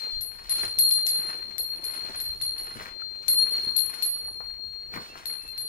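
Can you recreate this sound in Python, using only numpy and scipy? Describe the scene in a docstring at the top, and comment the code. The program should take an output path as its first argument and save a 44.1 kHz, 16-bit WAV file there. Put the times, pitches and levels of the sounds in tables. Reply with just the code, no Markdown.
"""Bear bell in a rock gorge

A small metal bell swings on a walker, close to the left of the microphones. Its clapper strikes with the
stride and excites five decaying modes; the walls return the ring, Doppler-spread by the walker's motion.
Boots press into damp earth and leaves, twigs snap, a stick knocks, air buffets and a far bird whistles."""
import sys
import numpy as np
from scipy import signal
from scipy.fft import rfft, irfft, next_fast_len
from scipy.io import wavfile
from scipy.ndimage import map_coordinates

SR = 44100
rng = np.random.default_rng(int(sys.argv[2]) if len(sys.argv) > 2 else 0)


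def output_pcm(signal):
    """Save a mono or channel-first signal as 16-bit PCM at the path in sys.argv[1].

    Samples are clipped to [-1, 1] before scaling.
    """
    pcm = np.clip(np.atleast_2d(signal).T, -1, 1) * 32767
    wavfile.write(sys.argv[1], SR, np.round(pcm).astype(np.int16))


N = 250488

# clapper strikes; the spot hit on the rim leans the low pair toward its first mode:
# start_s, low_pair_db, lean_db, high_mode_db, top_pair_db, click_db
STRIKES = [(0.21, -42, -1, -38, -32, -40.5), (0.495, -33, 5.5, -24.5, -32, -38),
           (0.504, -31.5, 5.5, -34.5, -42, -39), (0.7871, -27, 3.5, -17, -18, -27),
           (0.9106, -31.5, 11.5, -22.5, -31, -33), (1.0668, -28.5, -1.5, -28.5, -25, -26.5),
           (1.096, -29.5, -4, -23, -33, -39.5), (1.144, -45, 0, -36, -43.5, -59),
           (1.5818, -27, -5, -32.5, -23.5, -34.5), (1.8417, -48, -0.5, -32, -36, -36.5),
           (2.158, -44.5, -3.5, -36, -47.5, -55), (2.202, -35, 2, -42, -29.5, -39.5),
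           (2.4138, -28.5, 6, -30.5, -38, -37), (2.582, -39.5, -2.5, -34, -42, -42.5),
           (3.2818, -26.5, -4, -18.5, -23.5, -30), (3.622, -48, 0.5, -44, -51.5, -59),
           (3.765, -38, 2.5, -24.5, -26, -31.5), (3.7881, -47, -1.5, -41.5, -33, -44),
           (4.024, -33, -7.5, -22, -22.5, -30.5), (5.2565, -35, -1.5, -33, -32.5, -38.5),
           (5.478, -44, 3, -48.5, -46, -51), (5.5784, -40, 6.5, -31, -33, -43.5)]
# speed of the bell past the walls, low while the walker pauses: time_s, speed_m_per_s
PACE = [(.4, 0.47), (.6, 0.94), (2.6, 0.96), (2.9, 0.28), (3.25, 0.3), (3.4, 0.76), (4.3, 0.8),
        (4.55, 0.26), (5.2, 0.19), (5.35, 0.554)]


def amp(db):
    """Amplitude ratio of a level in decibels."""
    return np.exp(np.asarray(db) * (np.log(10) / 20))


def unit(x):
    """Normalisation to rms 1."""
    return x / np.sqrt(np.mean(np.abs(x) ** 2) + 1e-20)


def along(points, hz):
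    """Interpolation on a logarithmic frequency axis."""
    point_hz, values = np.transpose(points)
    return np.interp(np.log(hz + 1), np.log(point_hz + 1), values)


def curves(rows):
    """Linear interpolation in time: one value per sample for each column after the first."""
    times, *columns = np.transpose(rows)
    return [np.interp(np.arange(N) / SR, times, column) for column in columns]


def wobble(rate):
    """Smooth random modulation of rms 1; its rate, in knots a second, may vary with time."""
    clock = np.cumsum(np.broadcast_to(np.abs(rate), N)) / SR
    coarse = np.arange(0, N, 32)
    knots = rng.standard_normal(4096)
    return unit(np.interp(np.arange(N), coarse, map_coordinates(knots, [clock[coarse]], mode="wrap")))


def filtered(x, response):
    """Linear filtering: the spectrum is multiplied by a frequency response."""
    size = next_fast_len(x.shape[-1] + 8192)
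    return irfft(rfft(x, size) * response(np.fft.rfftfreq(size, 1 / SR)), size)[..., :x.shape[-1]]


def colour(x, spectrum):
    """Spectral shaping by (frequency_hz, level_db) points, at rms 1."""
    return unit(filtered(x, lambda hz: amp(along(spectrum, hz))))


def fading(times, sizes, t60):
    """Exponential decay: superposed steps, each falling 60 dB in t60 seconds."""
    kicks = np.bincount(np.clip(np.round(np.asarray(times) * SR).astype(int), 0, N - 1), sizes, N)
    return signal.lfilter([1], [1, -np.exp(-np.log(1000) / (t60 * SR))], kicks)


def ports(x, left_db, lag_samples=18):
    """Level and time difference between two microphone ports; the right one hears later."""
    return np.array([x * amp(left_db / 2), np.pad(x, (lag_samples, 0))[:N] * amp(-left_db / 2)])


def in_gorge(x, left_db, wet_db):
    """Reverberation: direct sound plus its convolution with the short response of the rock walls."""
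    # reverberation time: frequency_hz, t60_s
    decay = [(200, 0.28), (2000, 0.24), (12000, 0.25)]
    hz, t, noise = signal.stft(rng.standard_normal((2, SR // 2)), SR, nperseg=256)
    tail = signal.istft(noise * amp(-60 * t / along(decay, hz)[:, None]), SR, nperseg=256)[1]
    tail = np.pad(tail / np.linalg.norm(tail[0]), ((0, 0), (SR // 200, 0)))
    return ports(x, left_db) + amp(wet_db) * signal.fftconvolve(x[None], tail, axes=1)[:, :N]


def air():
    """Turbulence: low buffeting, mostly uncorrelated between the ports, and one puff on the right."""
    buffet_db = -56.5 + 2.1 * wobble(2.02)
    eddies = rng.standard_normal((2, N)) + 0.4 * rng.standard_normal(N)
    rumble = colour(eddies, [(10, -17.5), (28, 0.5), (50, -3.5), (100, -8.5), (180, -16.5), (500, -40.5)])
    gusts = amp(3.0 * np.array([wobble(18), wobble(18)]))
    swell = amp(-47.5) * np.exp(-np.abs(np.arange(N) / SR - .17) / 0.023)
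    puff = swell * colour(rng.standard_normal(N), [(25, 10), (110, 3), (200, -15), (400, -50)])
    return amp(buffet_db) * unit(rumble * gusts) + ports(puff, left_db=-24.0)


def bird():
    """Nearly pure tones with slight phase modulation: faint whistles from the trees on the right."""
    # whistles: start_s, length_s, pitch_hz, level_db
    whistles = [(5.084, 0.057, 2692, -51), (5.152, 0.034, 2712, -60), (5.382, 0.066, 2655, -61),
                (5.448, 0.062, 2658, -55)]
    t = np.arange(N) / SR
    song = np.zeros(N)
    for start_s, length_s, pitch_hz, level_db in whistles:
        swell = np.sqrt(np.abs(np.sin(np.pi * np.clip((t - start_s) / length_s, 0, 1))))
        song += amp(level_db) * swell * np.sin(2 * np.pi * pitch_hz * t + .5 * wobble(60))
    return in_gorge(song, left_db=-12, wet_db=1)


def footfalls():
    """Incoherent sounds add in power: gains of soil, scuff and leaves from steps over a steady shuffle."""
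    # steps, rising and falling by 20 dB: full_weight_s, soil_db, scuff_db, leaves_db, rise_s, fall_s
    steps = [(0.0, -52.5, -51, -58, .2, 0.33), (0.635, -50.5, -44.5, -50.5, 0.32, 0.18),
             (1.292, -52.5, -48.5, -62, 0.6, .5), (1.91, -68, -47.5, -57.5, 0.14, 0.73),
             (2.15, -50, -51, -59, 0.8, .13), (2.821, -47, -44, -58.5, 0.39, 0.18),
             (3.591, -52, -50, -57, 0.68, 0.33), (3.948, -55, -50, -54.5, 0.18, 0.32),
             (4.948, -44, -48.5, -54.5, 0.07, 0.25), (5.17, -62, -53.5, -62, 0.25, 0.68)]
    t = np.arange(N) / SR
    speed, = curves(PACE)
    shuffle_db = np.array([[-59.5], [-60.5], [-71.5]]) + 5.5 * (speed - 1)  # grows with the pace
    power = amp(shuffle_db) ** 2
    for full_weight_s, soil_db, scuff_db, leaves_db, rise_s, fall_s in steps:
        press = amp(-20 * np.maximum((full_weight_s - t) / rise_s, (t - full_weight_s) / fall_s))
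        power = power + (amp([[soil_db], [scuff_db], [leaves_db]]) * press) ** 2
    return np.sqrt(power)


def crunch(spectrum, cracks_per_s, spread_db, bed_db):
    """Shot noise: tiny cracks of uneven size over a bed of friction noise, both in clumps."""
    sizes = rng.choice([-1, 1], N) * amp(spread_db * np.clip(rng.standard_normal(N), -2, 2))
    cracks = (rng.random(N) < cracks_per_s / SR) * sizes
    clumps = amp(3.77 * wobble(70))
    return colour(clumps * (unit(cracks) + amp(bed_db) * rng.standard_normal(N)), spectrum)


def boots():
    """Granular noise under load: soil gives way, the sole grinds over grit, and leaves rustle."""
    # spectra of the three noises: frequency_hz, level_db
    soil_spectrum = [(40, -27), (110, -11), (200, -3), (450, 2), (750, -3.5), (1100, -4), (2500, -42)]
    scuff_spectrum = [(400, -13.5), (800, -3), (1400, 2), (2100, -1.5), (3000, -8), (4500, -12.5),
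                      (8000, -26), (16000, -41.5)]
    leaf_spectrum = [(1500, -2.5), (3500, 3.5), (5200, 0), (7500, -5.5), (9500, -3.5), (13000, -11),
                     (15500, -9.5)]
    weight, grind, brush = footfalls()
    soil = weight * crunch(soil_spectrum, cracks_per_s=300, spread_db=5.5, bed_db=4.5)
    scuff = grind * crunch(scuff_spectrum, cracks_per_s=400, spread_db=7.5, bed_db=1.0)
    leaves = brush * crunch(leaf_spectrum, cracks_per_s=600, spread_db=1.0, bed_db=6)
    return (in_gorge(soil, left_db=0.0, wet_db=-12.0)
            + in_gorge(scuff, left_db=8.0, wet_db=-4.5)
            + in_gorge(leaves, left_db=15.0, wet_db=6.0))


def twigs():
    """Brittle fracture: each snap excites a woody resonance and a soft thud in the ground."""
    # twigs and grit breaking underfoot: start_s, snap_db, pitch_hz, thud_db
    snaps = [(0.071, -40, 600, -68), (0.634, -30, 1740, -55), (0.776, -46, 500, -50),
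             (1.191, -48, 2220, -57), (1.244, -47.5, 1800, -74), (2.726, -61, 595.7, -58),
             (2.758, -47.5, 1950, -41), (2.809, -31.5, 1830, -50), (2.858, -34, 2000, -57),
             (3.281, -38.5, 2340, -49.5), (3.671, -43, 1800, -42.5), (3.71, -43, 1100, -63),
             (4.167, -46.5, 990, -65), (4.281, -38.5, 1041, -76), (4.405, -35.5, 831, -61),
             (4.938, -30.5, 1930, -41.5), (4.959, -29, 2010, -37), (4.973, -28.5, 1360, -45),
             (5.155, -35, 1220, -51.5)]
    # spectra of snap and thud: frequency_hz, level_db
    snap_spectrum = [(300, -7), (800, -1.5), (1500, -3), (2400, -9), (4000, -63), (15000, -2)]
    thud_spectrum = [(40, -19), (130, 16.5), (350, 7), (700, -2.5), (2000, -34.5)]
    t = np.arange(SR // 8) / SR
    out = np.zeros(N + SR)
    for start_s, snap_db, pitch_hz, thud_db in snaps:
        resonance = lambda hz: 1 / np.hypot(1, 2 * (hz / pitch_hz - pitch_hz / (hz + 1)))
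        wood = filtered(rng.standard_normal(len(t)), resonance)
        snap = amp(snap_db - 60 * t / 0.028) * colour(wood, snap_spectrum)
        thud = amp(thud_db - 0.5 - 60 * t / 0.12) * colour(rng.standard_normal(len(t)), thud_spectrum)
        out[round(start_s * SR):][:len(t)] += snap + thud
    return in_gorge(out[:N], left_db=8, wet_db=-4.0)


def stick(start_s=3.02, pitch_hz=1340):
    """One heavily damped mode: a loose stick tips over and knocks once."""
    envelope = fading([start_s], [amp(-38.5)], t60=0.029)
    note = np.sin(2 * np.pi * pitch_hz * np.arange(N) / SR + .5 * wobble(200))
    return ports(envelope * note, left_db=17.5)


def clapper(rebound_s=0.018, rebound_db=-9.5):
    """Impact noise: metal ticks on metal, rebounds lightly, and the sound scatters off the rock."""
    # spectrum of the contact: frequency_hz, level_db
    spectrum = [(900, -45), (1900, 0.5), (3000, -6), (4300, 9.5), (5200, 4), (6500, 1.5), (7450, 3.5),
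                (8500, -8), (11500, 2.5), (13000, -6), (16000, -32.5)]
    times, click_db = np.array(STRIKES)[:, [0, -1]].T
    times = np.append(times, times + rebound_s * np.exp(0.23 * rng.standard_normal(len(times))))
    click_db = np.append(click_db, click_db + rebound_db)
    tick = fading(times, amp(click_db + 6), t60=0.006) * colour(rng.standard_normal(N), spectrum)
    scatter = fading(times + 0.0042, amp(click_db - 9.0), t60=0.14)
    return ports(tick, left_db=10) + scatter * colour(rng.standard_normal((2, N)), spectrum)


def tilt(depth_db=-2, half_length_s=0.04, full_swing_s=0.2):
    """Directivity dip in dB: the bell tips away as a full swing ends and is back when the clapper lands."""
    t = np.arange(N) / SR
    times = np.array(STRIKES)[:, 0]
    ends = times[1:][np.diff(times) > full_swing_s]
    return depth_db * sum(np.maximum(1 - ((t - end + half_length_s) / half_length_s) ** 2, 0) for end in ends)


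def struck_mode(hz, t60, strike_db, initial_db):
    """Envelope and phase of a damped mode: a strike adds energy and jolts a weak ring's phase the most."""
    times = np.array(STRIKES)[:, 0]
    energy = fading(np.append(times, 0), amp(np.append(strike_db, initial_db)) ** 2, t60 / 2)
    ring = np.sqrt(np.abs(energy))
    onsets = np.round(times * SR).astype(int)
    jolts = rng.uniform(-np.pi, np.pi, len(onsets)) * np.minimum(amp(strike_db) / ring[onsets], 1)
    return ring, 2 * np.pi * hz * np.arange(N) / SR + np.cumsum(np.bincount(onsets, jolts, N))


def radiated(hz, ring, phase, facing_db, direct_db, echo_db):
    """Multipath propagation: a mode arrives as a direct tone plus Doppler-spread wall echoes."""
    speed, = curves(PACE)
    sway_m = 0.01 * wobble(4 * speed)  # change in distance to the microphones
    rocking_db = 2.54 * wobble(22 * speed)  # the bell rocks on its strap
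    wavenumber = 2 * np.pi * hz / 343
    tone = ring * amp(facing_db + rocking_db) * np.sin(phase + wavenumber * sway_m)
    # the walls are close: their answer builds up and lingers for about 10 ms
    pole = np.exp(-1 / (.01 * SR))
    delayed_energy = np.pad(ring ** 2, (SR // 250, 0))[:N]
    lingering = np.sqrt(np.abs(signal.lfilter([1 - pole], [1, -pole], delayed_energy)))
    # paths lengthen and shorten with the walk, so each echo is a narrow band round the mode
    spread_hz = .8 * wavenumber * speed
    carrier = 2 * np.pi * hz * np.arange(N) / SR
    cos, sin = np.cos(carrier), np.sin(carrier)
    band = np.array([wobble(spread_hz) * cos + wobble(spread_hz) * sin for side in range(2)]) / np.sqrt(2)
    # the walls gather sound from all sides, so they follow the bell's turning only in part
    echo = lingering * amp(0.73 * facing_db) * band
    return amp(direct_db) * ports(tone, left_db=5.5) + amp(echo_db) * echo * amp([[-3], [3]])


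def bell(high_directivity=0.3):
    """Mode splitting: the low pair beats, its lobes alternating as the bell twists; high modes die fast."""
    # a split low pair, a single high mode and a split top pair: frequency_hz, t60_s
    modes = [(4197, 2.27), (4268, 2.442), (10866, 0.63), (11308, 0.21), (11440, 0.42)]
    # the bell turns on its strap; twist favours the first mode over the second: time_s, facing_db, twist_db
    turning = [(0.0, 2.5, 0), (0.19, 9, 6.5), (0.3, -6, -6), (0.54, -1, -2), (0.87, 4, -5), (1.17, -7, 5),
               (1.7, -8, 1.5), (2.2, 2.5, 5.5), (2.5, -2, -5.5), (2.85, -15, 0.5), (3.0, -3, 7),
               (3.37, 3.5, -4), (3.77, 9.5, 3.5), (3.9, -7.5, -10), (4.3, -2.5, 1.5), (4.66, 6, -1),
               (5.1, 5, -4), (5.66, -5.5, 6.5)]
    # stereo balance of the swinging bell: time_s, left_minus_right_db
    swing = [(0.0, 3), (0.27, 12.5), (0.36, 4.5), (1.34, 3.5), (1.52, 9), (2.75, 2.5), (3.05, 11.5),
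             (3.54, 3), (3.89, 13.5), (4.1, -3), (4.65, 19), (5.09, -9.5), (5.19, 6.5), (5.68, 3.5)]
    _, low_db, lean_db, high_db, top_db, _ = np.transpose(STRIKES)
    facing_db, twist_db = curves(turning)
    facing_db = facing_db + tilt()
    out = np.zeros((2, N))
    for (hz, t60), lobe, initial_db in zip(modes, (1, -1), (-36, -40)):
        ring, phase = struck_mode(hz, t60, low_db + lobe * lean_db, initial_db)
        out += radiated(hz, ring, phase, facing_db + lobe * twist_db, direct_db=-4.0, echo_db=-4.5)
    for (hz, t60), strike_db in zip(modes[2:], (high_db, top_db - 0.5, top_db - 7)):
        ring, phase = struck_mode(hz, t60, strike_db, initial_db=-57)
        out += radiated(hz, ring, phase, high_directivity * facing_db, direct_db=-2.5, echo_db=-1.5)
    left_db, = curves(swing)
    return out * amp([left_db / 2, -left_db / 2])


def scene():
    """Superposition of bell, walker and surroundings."""
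    return bell() + clapper() + boots() + twigs() + stick() + bird() + air()


def record(dry, cutoff_hz=15900):
    """Band limiting by a steep low-pass filter."""
    return filtered(dry, lambda hz: 1 / (1 + (hz / cutoff_hz) ** 120))


dry = scene()
out = record(dry)
output_pcm(out)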